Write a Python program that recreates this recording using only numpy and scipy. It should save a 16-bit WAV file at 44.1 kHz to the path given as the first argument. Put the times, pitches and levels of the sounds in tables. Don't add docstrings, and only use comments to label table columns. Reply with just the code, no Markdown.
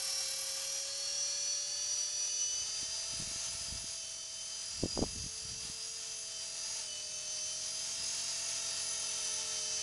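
import sys
import numpy as np
from scipy import signal
from scipy.fft import rfft, irfft, next_fast_len
from scipy.io import wavfile
from scipy.ndimage import uniform_filter1d, map_coordinates

SR = 44100
rng = np.random.default_rng(int(sys.argv[2]) if len(sys.argv) > 2 else 0)


def digitize_waveform(pressure):
    field = np.atleast_2d(pressure).T
    bounded = np.clip(field, -1, 1)
    quanta = np.round(bounded * 32767).astype(np.int16)
    wavfile.write(sys.argv[1], SR, quanta)


N = 433062
TIME = np.arange(N) / SR


# (time [s], turn rate [Hz])
ROTOR_SPEED = [(0.0, 38.46), (0.38, 38.5), (1.12, 39.98), (1.45, 40.35), (1.89, 41.66), (2.4, 42.15),
               (2.9, 44.16), (3.69, 44.87), (3.88, 44.7), (4.02, 43.97), (4.27, 43.8), (4.87, 44.55),
               (5.39, 44.41), (5.91, 45.1), (6.4, 44), (6.51, 44.54), (6.62, 44.4), (6.73, 45.15),
               (6.81, 44.3), (6.92, 42.75), (7.11, 43.6), (7.38, 43.74), (7.9, 45), (8.07, 45.15),
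               (9.11, 44.45), (9.82, 43.9)]
def rotor_turns():
    return np.cumsum(curve(ROTOR_SPEED) * (1 + .0002 * walk(14))) / SR


def climbing_load(average_s=0.66, heavy_hz_per_s=2.6):
    acceleration = uniform_filter1d(np.gradient(curve(ROTOR_SPEED)) * SR, int(average_s * SR))
    return np.tanh(acceleration / heavy_hz_per_s)


# (order [cycles/turn], level [dB])
SPOKE_TONES = [(128, -63), (133, -74.5), (134, -66.5), (146, -56.5), (152, -63.5)]
# (order [cycles/turn], level [dB], nearness slope
# [dB/dB], tail effort slope [dB/dB], gain at full load [dB], runout [0-1], lash [rad], flutter [dB])
MESH_TONES = [(69.53, -64, 1.24, -0.7, -1.5, .05, 0.31, 2.5), (140.48, -53.5, 2, -1, 3, 0.18, 0.41, 2),
              (220, -60, 1.05, -0.1, 0.5, .35, 1.2, 2)]
# (time [s], level [dB])
TAIL_GEAR = [(.4, -57), (1.3, -46), (3.2, -47.5), (3.9, -50), (4.1, -57), (4.9, -44.5), (5.4, -53.5),
             (6.6, -51), (7.2, -54), (8.1, -48.5), (9.8, -51.5)]
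# (time [s], level [dB])
TOP_WHISTLE = [(0, -41), (.6, -43.5), (1.4, -55)]
def gear_whine(turns, near_db, effort_db, rocking_db=1.36, rocking_hz=9):
    load = climbing_load()
    gears = undb(0.77 * near_db) * fading_tones(turns, SPOKE_TONES, runout=0.25, fade_db=7)
    for order, db, by_near, by_effort, load_db, runout, lash, flutter_db in MESH_TONES:
        level_db = db + by_near * near_db + by_effort * effort_db + load_db * load
        level_db += rocking_db * walk(rocking_hz)
        gears += undb(level_db) * mesh(turns, order, runout, lash, flutter_db)
    gears += undb(curve(TAIL_GEAR)) * mesh(turns, order=110, runout=.35, lash=.25, flutter_db=2.3)
    whistle = undb(curve(TOP_WHISTLE)) * mesh(turns, order=274, runout=.7, lash=.9, flutter_db=2)
    return frame_resonance(gears) + whistle


def mesh(turns, order, runout, lash, flutter_db):
    swing = runout * (1 + np.tanh(walk(2.07)) / 2)
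    slip = lash * walk(60) + swing * np.sin(4 * np.pi * turns) / 2
    load = 1 + swing * np.cos(2 * np.pi * turns)
    return tone(turns + slip / (2 * np.pi * order), order) * load * undb(flutter_db * walk(26))


def fading_tones(turns, table, runout, fade_db, fade_hz=10, lash=0.56):
    tones = 0
    for order, db in table:
        gain = undb(db + fade_db * np.tanh(walk(fade_hz)))
        tones += gain * tone(turns + lash * walk(50) / (2 * np.pi * order), order)
    return tones * (1 + runout * np.sin(2 * np.pi * turns))


# (frequency [Hz], bandwidth [Hz], boost [dB])
FRAME_MODES = [(2981, 26, 15.5), (3005, 24, 11), (3080, 17, 10), (4460, 64, 2.5), (5620, 81, 7.5),
               (5910, 142, 14), (9858, 200, 9)]
def frame_resonance(x):
    size = next_fast_len(N)
    bins = np.arange(size // 2 + 1) * SR / size
    power = 1 + sum((undb(db) ** 2 - 1) / (1 + (2 * (bins - hz) / width) ** 2)
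                    for hz, width, db in FRAME_MODES)
    return irfft(rfft(x, size) * np.sqrt(abs(power)), size)[:N]


# (time [s], level [dB])
MOTOR_SHAFT = [(0, -59), (.9, -56), (2.2, -65), (2.6, -72), (3, -65), (6, -76.5), (6.3, -69), (7.4, -59.5),
               (8.2, -69), (9.5, -59)]
# (time [s], level [dB])
BUZZ_LEVEL = [(0, -63), (.7, -56), (2.7, -59), (4.2, -70), (7, -66.5), (8.8, -57)]
# (order [cycles/turn], relative level [dB])
BUZZ_TONES = [(30, -14), (42, -9.5), (84, -1)]
def motor_and_buzz(turns):
    shaft = undb(curve(MOTOR_SHAFT)) * tone(turns, order=14)
    buzz = fading_tones(turns, BUZZ_TONES, runout=0.32, fade_db=3, fade_hz=22)
    return shaft + undb(curve(BUZZ_LEVEL)) * buzz


# (time [s], level [dB])
TAIL_BLADES = [(0, -71.5), (2, -73), (2.4, -69), (4.4, -77), (5.4, -66), (6.1, -66.5), (6.3, -71),
               (8.5, -72), (9.5, -61.5)]
# (time [s], level [dB])
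TAIL_SHAFT = [(2.3, -82), (2.95, -62.5), (3.6, -64.5), (5.7, -75.5), (6.4, -64.5), (7.2, -71), (8.6, -60.5),
              (9.1, -66), (9.5, -88)]
def tail_rotor(turns):
    blades = undb(curve(TAIL_BLADES)) * tone(turns, order=10)
    return blades + undb(curve(TAIL_SHAFT)) * tone(turns, order=15)


# (order [cycles/turn], level [dB])
SIDE_TONES = [(60, -63.5), (104, -57), (116, -63), (122, -69), (226, -59)]
def side_tones(turns, near_db):
    return undb(.7 * near_db) * fading_tones(turns, SIDE_TONES, runout=.3, fade_db=4.5)


# (time [s], rush level [dB], wash level [dB])
AIR_NOISE = [(0.06, -48, -57.5), (0.55, -50, -59), (2.55, -51, -64), (2.68, -50.5, -59), (3.52, -49.5, -58),
             (4.09, -54, -61.5), (4.93, -52.5, -60), (5.15, -54, -62), (6.04, -52, -61),
             (6.2, -53.5, -62.5), (6.56, -52, -59), (6.8, -49.5, -58), (6.91, -53.5, -63.5),
             (8.31, -47.5, -58), (9.56, -48, -57.5), (9.78, -48, -58.5)]
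def nearness_and_effort():
    rush_db, wash_db = curve(AIR_NOISE), curve(AIR_NOISE, column=2)
    return rush_db - rush_db.mean(), wash_db - wash_db.mean()


# (frequency [Hz], relative density [dB])
RUSH_SPECTRUM = [(200, -32), (550, -13), (1200, -11.5), (2200, -10.5), (3000, -5.5), (3800, -7), (4700, -1),
                 (6100, 0), (7100, -2), (8500, -9), (9900, -6), (11500, -7)]
def rush(turns, near_db, level_db=-41.5, chop=0.03):
    teeth = colour(tooth_rattle(turns), [(1800, -9), (4500, 0)])
    air = 1.2 * rng.standard_normal(N) * undb(1.2 * walk(26))
    pulse = 1 + chop * np.cos(4 * np.pi * turns)
    return undb(level_db + near_db) * colour(teeth + air, RUSH_SPECTRUM) * pulse


def tooth_rattle(turns, max_turns=600, per_turn=1024, memory=.94, second_blade=.35):
    flaws = signal.lfilter([1], [1, -memory], rng.standard_normal((max_turns, per_turn)), axis=0).ravel()
    now, half_turn_on = (map_coordinates(flaws, [(turns + start) * per_turn], order=1)
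                         for start in (20, 20.5))
    return unit(now + second_blade * half_turn_on)


def tail_wash(turns, effort_db, level_db=-63.5, growth=3, spread_hz=75):
    wash = 0
    for k in range(2, 8):
        angle = 2 * np.pi * 10 * k * turns
        smear_hz = spread_hz * k / 2
        wash += walk(smear_hz) * np.cos(angle) + walk(smear_hz) * np.sin(angle)
    return undb(level_db + growth * effort_db) * unit(wash)


# (time [s], level [dB])
BLADE_HUM = [(0, -84), (4.3, -75), (6, -73), (8.2, -65), (9.8, -65)]
# (order [cycles/turn], relative level [dB])
BLADE_TONES = [(2, -3.5), (3, -3.5), (4, -7.5), (5, -8), (6, -7.5), (8, -15)]
def blade_hum(turns):
    harmonics = sum(undb(db + walk(1.5)) * tone(turns, order) for order, db in BLADE_TONES)
    return undb(curve(BLADE_HUM)) * unit(harmonics)


# (time [s], peak level [dB], thump frequency [Hz])
STRONG_EDDIES = [(2.831, -45, 204), (3.202, -38.5, 161), (3.844, -46.5, 174), (4.837, -20.5, 281),
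                 (4.859, -27, 269), (4.976, -25, 520), (4.992, -23.5, 332), (5.02, -23.5, 204),
                 (5.027, -21, 346), (5.038, -26.5, 496), (5.162, -39, 135)]
def wind_thumps(rumble_db=-5, linger_s=0.063, flutter_db=-13, flutter_s=0.0085):
    thumps, rumble_power, flutter_gain = np.zeros((3, N))
    for s, db, hz in STRONG_EDDIES + small_eddies():
        near = slice(int((s - .3) * SR), int((s + .3) * SR))
        lag = TIME[near] - s
        phase = 2 * np.pi * hz * lag
        thumps[near] += undb(db) * phase * np.exp((1 - phase ** 2) / 2)
        flutter_gain[near] += undb(db + flutter_db) * np.exp(-abs(lag) / flutter_s)
        rumble_power[near] += (undb(db + rumble_db) * (80 / hz) ** 2 * np.exp(-abs(lag) / linger_s)) ** 2
    rumble = colour(rng.standard_normal(N), [(20, -8), (60, 10.5), (200, -3.5), (400, -23), (1500, -25)])
    flutter = colour(rng.standard_normal(N), [(300, 11), (800, -10), (2000, -30)])
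    return thumps + np.sqrt(rumble_power) * rumble + flutter_gain * flutter


# (start [s], end [s], typical eddy peak [dB])
GUSTS = [(2.601, 2.95, -61), (3.15, 3.38, -45.5), (3.5, 3.76, -48.5), (5.069, 5.28, -45), (5.47, 5.72, -47),
         (7.98, 8.06, -52.5)]
def small_eddies(count=16, per_s=18, pitch_hz=128, spread_db=2.5, spread_octaves=0.45):
    eddies = []
    for start, end, db in GUSTS:
        for k, (late, strong, high) in enumerate(rng.standard_normal((count, 3))):
            s = start + (k + late / 4) / per_s
            if s < end:
                eddies.append((s, db + spread_db * strong, pitch_hz * 2 ** (spread_octaves * high)))
    return eddies


# (frequency [Hz], relative density [dB])
FIELD_SPECTRUM = [(20, -4.5), (100, -0.5), (1000, -25.5), (4000, -42)]
def open_field(level_db=-69.0):
    return undb(level_db) * colour(rng.standard_normal(N), FIELD_SPECTRUM)


def undb(db):
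    return np.exp(np.asarray(db) * (np.log(10) / 20))


def curve(table, column=1):
    rows = np.array(table, float)
    return np.interp(TIME, rows[:, 0], rows[:, column])


def unit(x):
    return x / np.sqrt(np.mean(x ** 2))


def colour(x, spectrum):
    size = next_fast_len(N)
    hz, db = np.transpose(spectrum)
    bins = np.maximum(np.arange(size // 2 + 1) * SR / size, 1)
    gain = undb(np.interp(np.log(bins), np.log(hz), db))
    return unit(irfft(rfft(x, size) * gain, size)[:N])


def walk(rate, count=8192):
    steps = np.interp(TIME * rate, np.arange(count), rng.standard_normal(count))
    return unit(uniform_filter1d(steps, max(int(SR / rate / 2), 1)))


def tone(turns, order):
    return np.sqrt(2) * np.cos(2 * np.pi * (round(order) * turns + rng.random()))


def scene():
    turns = rotor_turns()
    near_db, effort_db = nearness_and_effort()
    whine = gear_whine(turns, near_db, effort_db) + motor_and_buzz(turns) + tail_rotor(turns)
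    whine += side_tones(turns, near_db)
    air = rush(turns, near_db) + tail_wash(turns, effort_db)
    return np.tile(whine + air + blade_hum(turns) + open_field() + wind_thumps(), (2, 1))


def record(dry, sample_hz=22050, edge_hz=10900, top_hz=12300):
    lowpass = signal.firwin(43, edge_hz, fs=SR)[None]
    step = round(SR / sample_hz)
    sampled = signal.fftconvolve(dry, lowpass, "same", axes=1) * step * (np.arange(N) % step == 0)
    smoothed = signal.fftconvolve(sampled, lowpass, "same", axes=1)
    return signal.sosfilt(signal.ellip(10, .1, 80, top_hz, fs=SR, output="sos"), smoothed)


dry = scene()
out = record(dry)
digitize_waveform(out)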